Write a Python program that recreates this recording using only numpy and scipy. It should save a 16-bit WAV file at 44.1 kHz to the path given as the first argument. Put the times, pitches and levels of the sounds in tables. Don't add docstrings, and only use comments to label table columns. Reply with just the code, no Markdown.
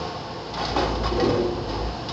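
import sys
import numpy as np
from scipy import signal
from scipy.fft import rfft, irfft
from scipy.io import wavfile
from scipy.ndimage import map_coordinates

SR = 44100
rng = np.random.default_rng(int(sys.argv[2]) if len(sys.argv) > 2 else 0)


def pcm_store(signal):
    levels = np.round(np.clip(np.atleast_2d(signal), -1, 1) * 32767)
    wavfile.write(sys.argv[1], SR, levels.astype(np.int16).T)


N = 93800
TIME_S = np.arange(N) / SR


def from_db(db):
    return 10 ** (np.asarray(db) / 20)


def unit_rms(x):
    return x / np.sqrt(np.mean(x ** 2) + 1e-20)


def curves(rows):
    times_s, *columns = np.transpose(rows)
    return [np.interp(TIME_S, times_s, column) for column in columns]


def decay(age_s, t60_s):
    return np.exp(-np.log(1000) * age_s / t60_s)


def noise():
    return rng.standard_normal(N)


def drift(rate_hz):
    return map_coordinates(rng.standard_normal(400), [TIME_S * rate_hz + 2], order=3, mode="wrap")


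def convolve(x, response):
    return signal.fftconvolve(x, response / np.linalg.norm(response))[:N]


def colour(x, spectrum):
    size = 8192
    hz, db = np.transpose(spectrum)
    log_hz = np.log(np.maximum(np.fft.rfftfreq(size, 1 / SR), 1))
    beyond = np.maximum(np.log(hz[0]) - log_hz, 0) + np.maximum(log_hz - np.log(hz[-1]), 0)
    cepstrum = irfft(np.interp(log_hz, np.log(hz), np.log(from_db(db))) - 2 * beyond)
    cepstrum[1:size // 2] *= 2
    cepstrum[size // 2 + 1:] = 0
    return convolve(x, irfft(np.exp(rfft(cepstrum))))


def resonate(x, modes):
    t = TIME_S[:SR // 4]
    response = sum(from_db(db) * width_hz * np.exp(-np.pi * width_hz * t) * np.cos(2 * np.pi * hz * t)
                   for hz, width_hz, db in modes)
    return convolve(x, response)


def contacts(rate_hz=2500, spread_db=2, power_share=0.64):
    sizes = from_db(spread_db * np.minimum(rng.exponential(1, N), 4)) * rng.choice([-1, 1], N)
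    impacts = unit_rms(sizes * (rng.random(N) < rate_hz / SR))
    return np.sqrt(power_share) * impacts + np.sqrt(1 - power_share) * noise()


# delay_s, gain_db
WALL_ECHOES = [(0.012, -14), (.029, -15), (0.049, -12.5), (0.082, -16.5)]

def parking_lot(x, tail_db):
    t = TIME_S[:SR]
    response = rng.standard_normal(SR) * decay(t, t60_s=0.77) * np.minimum(t / 0.024, 1)
    response *= from_db(tail_db) / np.linalg.norm(response)
    response[0] = 1
    for delay_s, db in WALL_ECHOES:
        response[int(delay_s * SR)] += from_db(db)
    return convolve(x, response)


# pitch_hz, width_hz, gain_db
PIPE_MODES = [(716, 9, 2), (835, 16, -9), (903, 12, -5), (1072, 20, -11)]
# time_s, level_db
WHINE_LEVEL = [(0, -36), (.16, -36), (.3, -39.5), (.42, -43), (1.65, -43.5), (2.13, -39)]

def pump():
    whine_db, = curves(WHINE_LEVEL)
    whine = resonate(noise(), PIPE_MODES)
    envelope = np.abs(signal.hilbert(whine)) + 1e-9
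    return from_db(whine_db) * unit_rms(whine / np.sqrt(envelope))


# time_s, firing_hz
FIRING_RATE = [(0, 77.4), (.14, 80), (.3, 65), (.42, 54.4), (.52, 58.5), (.7, 57.6), (1.0, 55.4),
               (1.2, 58.7), (1.45, 49.5), (1.58, 49.2), (1.68, 49.5), (1.78, 53.4), (1.93, 59.5),
               (2.03, 59.5), (2.13, 62)]

def firing_phase():
    firing_hz, = curves(FIRING_RATE)
    return 2 * np.pi * np.cumsum(firing_hz) / SR


# time_s, clatter_db, hiss_db
MACHINERY_LEVELS = [(0, -29.5, -38), (.15, -35, -41), (.35, -33, -43), (.52, -34, -42.5), (.9, -28.5, -42),
                    (1.5, -31, -43.5), (1.64, -33, -42), (1.8, -32, -41), (1.97, -33, -41),
                    (2.13, -32, -42)]
# freq_hz, density_db
BLOCK_SPECTRUM = [(100, -12), (150, -0.5), (235, -4), (268, -15), (320, 0), (375, -3), (480, -0.5),
                  (545, -4), (595, -10), (650, -5), (720, -4.5), (880, -3.5), (970, -11), (1120, -9),
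                  (1400, -24.5), (2100, -41), (4000, -51)]
# pitch_hz, width_hz, gain_db
BODY_MODES = [(301, 35, 9), (345, 17, -0.5), (447, 30, 6.5), (498.6, 17, 12), (702, 50, 4), (892.5, 11, 5),
              (1004, 27, 3.5)]
# freq_hz, density_db
HISS_SPECTRUM = [(900, -3.5), (1500, 1.5), (2200, -7), (2900, 1.5), (3400, -3), (4300, 1), (5250, 2),
                 (5800, -12.5), (7200, -13.5), (8200, -19)]

def machinery(firing):
    clatter_db, hiss_db = curves(MACHINERY_LEVELS)
    pulse = unit_rms(np.exp(0.09 * (np.cos(firing) + 0.5 * np.cos(firing / 2))))
    block = from_db(-3) * colour(contacts() * pulse, BLOCK_SPECTRUM)
    body = from_db(-7) * resonate(noise() * pulse, BODY_MODES)
    hiss = colour(noise() * (1 + 0.028 * np.cos(firing)), HISS_SPECTRUM)
    return from_db(clatter_db) * (block + body) + from_db(hiss_db) * hiss


# time_s, level_db
DRONE_LEVEL = [(0, -40), (.22, -57), (.38, -51.5), (.5, -48), (.6, -36), (.68, -37), (.85, -30.5),
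               (1.16, -30), (1.22, -62.5), (1.4, -41.5), (1.6, -40.5), (1.72, -35), (1.87, -27),
               (1.92, -35.5), (1.96, -48), (2.13, -52)]
# time_s, level_db
LOAD_LEVEL = [(0, -45.5), (.5, -46.5), (.65, -40.5), (.85, -36.5), (1.1, -37.5), (1.3, -31), (1.45, -38),
              (1.75, -38), (1.95, -42), (2.13, -40.5)]
# firing_multiple, gain_db
EXHAUST_OVERTONES = [(2, -2), (3, -9.5), (4, -31), (5, -11.5)]
# freq_hz, density_db
RUMBLE_SPECTRUM = [(35, -29), (52, -3.5), (78, -1), (120, 0), (160, -6.5), (210, -7.5), (270, -8),
                   (600, -35)]

def exhaust(firing):
    drone_db, = curves(DRONE_LEVEL)
    load_db, = curves(LOAD_LEVEL)
    drone = from_db(drone_db + 2 * drift(16)) * np.sin(firing)
    overtones = sum(from_db(load_db + db) * np.sin(multiple * firing + 1.01 * drift(9.44))
                    for multiple, db in EXHAUST_OVERTONES)
    rumble = from_db(load_db + 1) * unit_rms(colour(noise(), RUMBLE_SPECTRUM))
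    return np.sqrt(2) * (drone + overtones) + rumble


# start_s, level_db
TAP_HITS = [(.537, -34), (.65, -29.5), (.683, -33.5), (.952, -33.5), (1.135, -40), (1.199, -32.5),
            (1.238, -35), (2.087, -31)]
# freq_hz, density_db
TAP_SPECTRUM = [(2000, -10), (3700, 2), (5200, 3), (6200, -12), (8000, -14)]

def taps(decay_s=0.012):
    envelope = sum(from_db(db) * (TIME_S >= start_s) * np.exp(-np.maximum(TIME_S - start_s, 0) / decay_s)
                   for start_s, db in TAP_HITS)
    return colour(contacts() * envelope, TAP_SPECTRUM)


# start_s, lower_hz, upper_hz, level_db
CLINK_HITS = [(0.573, 1063, 1192, -28.5), (.612, 838, 904, -26), (0.61, 3300, 4930, -29),
              (.624, 4500, 4580, -29), (0.637, 760, 1084, -26.5), (.649, 4510, 5000, -26.5),
              (.76, 812, 1127, -22), (.772, 2573, 3630, -27.5), (.774, 560, 713, -23),
              (.812, 722, 827, -25), (.932, 830, 1096, -27.5), (1.045, 3620, 4920, -31.5),
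              (1.056, 1100, 1115, -24), (1.197, 1920, 4520, -26.5), (1.251, 4120, 4600, -36),
              (1.288, 2550, 5160, -37), (1.742, 844, 899, -26), (1.78, 767, 1084, -32),
              (2.088, 3760, 4910, -31)]

def clinks(rise_s=0.002):
    ringing = 0
    for start_s, *partials_hz, db in CLINK_HITS:
        age_s = np.maximum(TIME_S - start_s, 0)
        strike = from_db(db) * (1 - np.exp(-age_s / rise_s))
        for hz in partials_hz:
            t60_s = 0.12 * (1000 / hz) ** 0.35
            ringing += strike * decay(age_s, t60_s) * np.sin(2 * np.pi * hz * age_s)
    flutter = 1 + 0.086 * drift(250)
    return ringing * flutter


# start_s, thud_db, clang_db, rattle_db, decay_s
RUBBISH_KNOCKS = [(0.533, -34, -31, -35, 0.056), (0.569, -31, -24.5, -37.5, 0.18),
                  (0.616, -26.5, -23.5, -36, 0.036), (.649, -55, -26, -28, 0.0047),
                  (.684, -50, -40.5, -35.5, 0.062), (.758, -22.5, -19.5, -31.5, 0.036),
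                  (0.779, -16.5, -20, -30.5, 0.053), (0.817, -28, -23, -41, 0.058),
                  (.885, -23, -30, -52, 0.06), (.998, -18, -44, -59, .02),
                  (1.032, -29, -24.5, -32.5, 0.047), (1.061, -21.5, -22.5, -31, 0.016),
                  (1.117, -19, -33, -42, 0.12), (1.163, -29, -24.5, -50, 0.056),
                  (1.197, -13.5, -24, -33, 0.021), (1.234, -13, -24.5, -36, 0.08),
                  (1.288, -17.5, -22, -33.5, 0.023), (1.343, -16, -30, -51, 0.077),
                  (1.399, -16.5, -44, -41.5, 0.044), (1.445, -23, -49, -43, 0.073),
                  (1.568, -20.5, -49, -57, 0.071), (1.682, -22, -31, -36, 0.071),
                  (1.747, -36, -32, -49, .016), (1.791, -21, -43, -52.5, 0.019),
                  (2.09, -51, -28.5, -34, 0.025)]

def knock_envelopes(attack_s=0.0059):
    power = np.zeros((3, N))
    for start_s, *levels_db, decay_s in RUBBISH_KNOCKS:
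        age_s = np.maximum(TIME_S - start_s, 0)
        burst = np.minimum(age_s / attack_s, 1) * np.exp(-np.maximum(age_s - attack_s, 0) / decay_s)
        power += np.outer(from_db(levels_db), burst) ** 2
    return np.sqrt(power)


# pitch_hz, width_hz, gain_db
PANEL_MODES = [(633, 7.8, -9), (703, 30, 1.5), (778, 36, 7), (821, 76, 6), (900, 35, 2.5), (1036, 37, 4.5),
               (1082, 51, 3), (1185, 22, 1.5), (1382, 77, -6.5)]
# freq_hz, density_db
RATTLE_SPECTRUM = [(900, 15), (1500, -3.5), (2000, 8), (2900, -3.5), (3300, 7.5), (4300, 10.5), (5200, 1),
                   (5900, -16), (7200, -35), (8200, -37)]
# pitch_hz, width_hz, gain_db
FITTING_MODES = [(1973, 29, 5), (2540, 13, 11), (2990, 25, 12), (3324, 23, 4.5), (3810, 28, -1),
                 (4100, 42, -4.5), (4580, 42, 6.5), (4995, 67, 11), (5180, 120, 1.5)]

def dumpster(clang_envelope, rattle_envelope):
    clang = from_db(-5) * resonate(contacts() * clang_envelope, PANEL_MODES)
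    rattle = from_db(-2) * colour(contacts() * rattle_envelope, RATTLE_SPECTRUM)
    fittings = from_db(-3.5) * resonate(contacts() * rattle_envelope, FITTING_MODES)
    return clang + rattle + fittings


# pitch_hz, gain_db, t60_s
HOPPER_MODES = [(220, -9, .4), (249, -1, .5), (285, -1, .65), (323, -4, .45), (353, 0, .8),
                (367, -3.5, .38), (388, -10, .3), (415, -12, .3), (451, -4, .4), (486, 0, .55),
                (510, -5, .35), (544, -9, .35)]
# start_s, level_db, centre_hz, spread_octaves
HEAVY_FALLS = [(.752, -26.5, 328, .3), (1.108, -25, 348.9, .12), (1.181, -22, 500.6, 0.22),
               (1.219, -21, 320, 0.32), (1.28, -24, 276, 0.13), (1.295, -23.5, 480, 0.092),
               (1.37, -20.5, 352, .12)]

def hopper(thud_envelope, rise_s=0.0059, waver_db=1.3, damped_width_hz=14):
    ringing = 0
    for hz, mode_db, t60_s in HOPPER_MODES:
        power = 0
        for start_s, fall_db, centre_hz, spread_octaves in HEAVY_FALLS:
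            age_s = np.maximum(TIME_S - start_s, 0)
            coupling = np.exp(-0.5 * (np.log2(hz / centre_hz) / spread_octaves) ** 2)
            envelope = (1 - np.exp(-age_s / rise_s)) * decay(age_s, t60_s)
            power += (from_db(fall_db + mode_db) * coupling * envelope) ** 2
        waver = from_db(waver_db * drift(44.32))
        phase = 2 * np.pi * (hz * TIME_S + rng.random()) + 0.22 * drift(14)
        ringing += np.sqrt(power) * waver * np.sin(phase)
    damped_modes = [(hz, damped_width_hz, 0.45 * db) for hz, db, _ in HOPPER_MODES]
    thuds = resonate(contacts() * thud_envelope, damped_modes)
    thuds = signal.sosfilt(signal.butter(2, [230, 560], "band", fs=SR, output="sos"), thuds)
    return from_db(0.5) * ringing + from_db(-6) * thuds


def scene():
    firing = firing_phase()
    thud, clang, rattle = knock_envelopes()
    direct = exhaust(firing) + hopper(thud)
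    truck_and_bin = parking_lot(machinery(firing) + pump() + dumpster(clang, rattle), tail_db=-8.5)
    small_pieces = parking_lot(clinks() + taps(), tail_db=-16.5)
    return (direct + truck_and_bin + small_pieces)[None]


def record(dry):
    bass_cut = signal.butter(3, 34, "high", fs=SR, output="sos")
    treble_rolloff = signal.butter(9, 6700, fs=SR, output="sos")
    top_cut = signal.cheby2(18, 50, 9200, fs=SR, output="sos")
    return signal.sosfilt(np.vstack([bass_cut, treble_rolloff, top_cut]), dry)


dry = scene()
out = record(dry)
pcm_store(out)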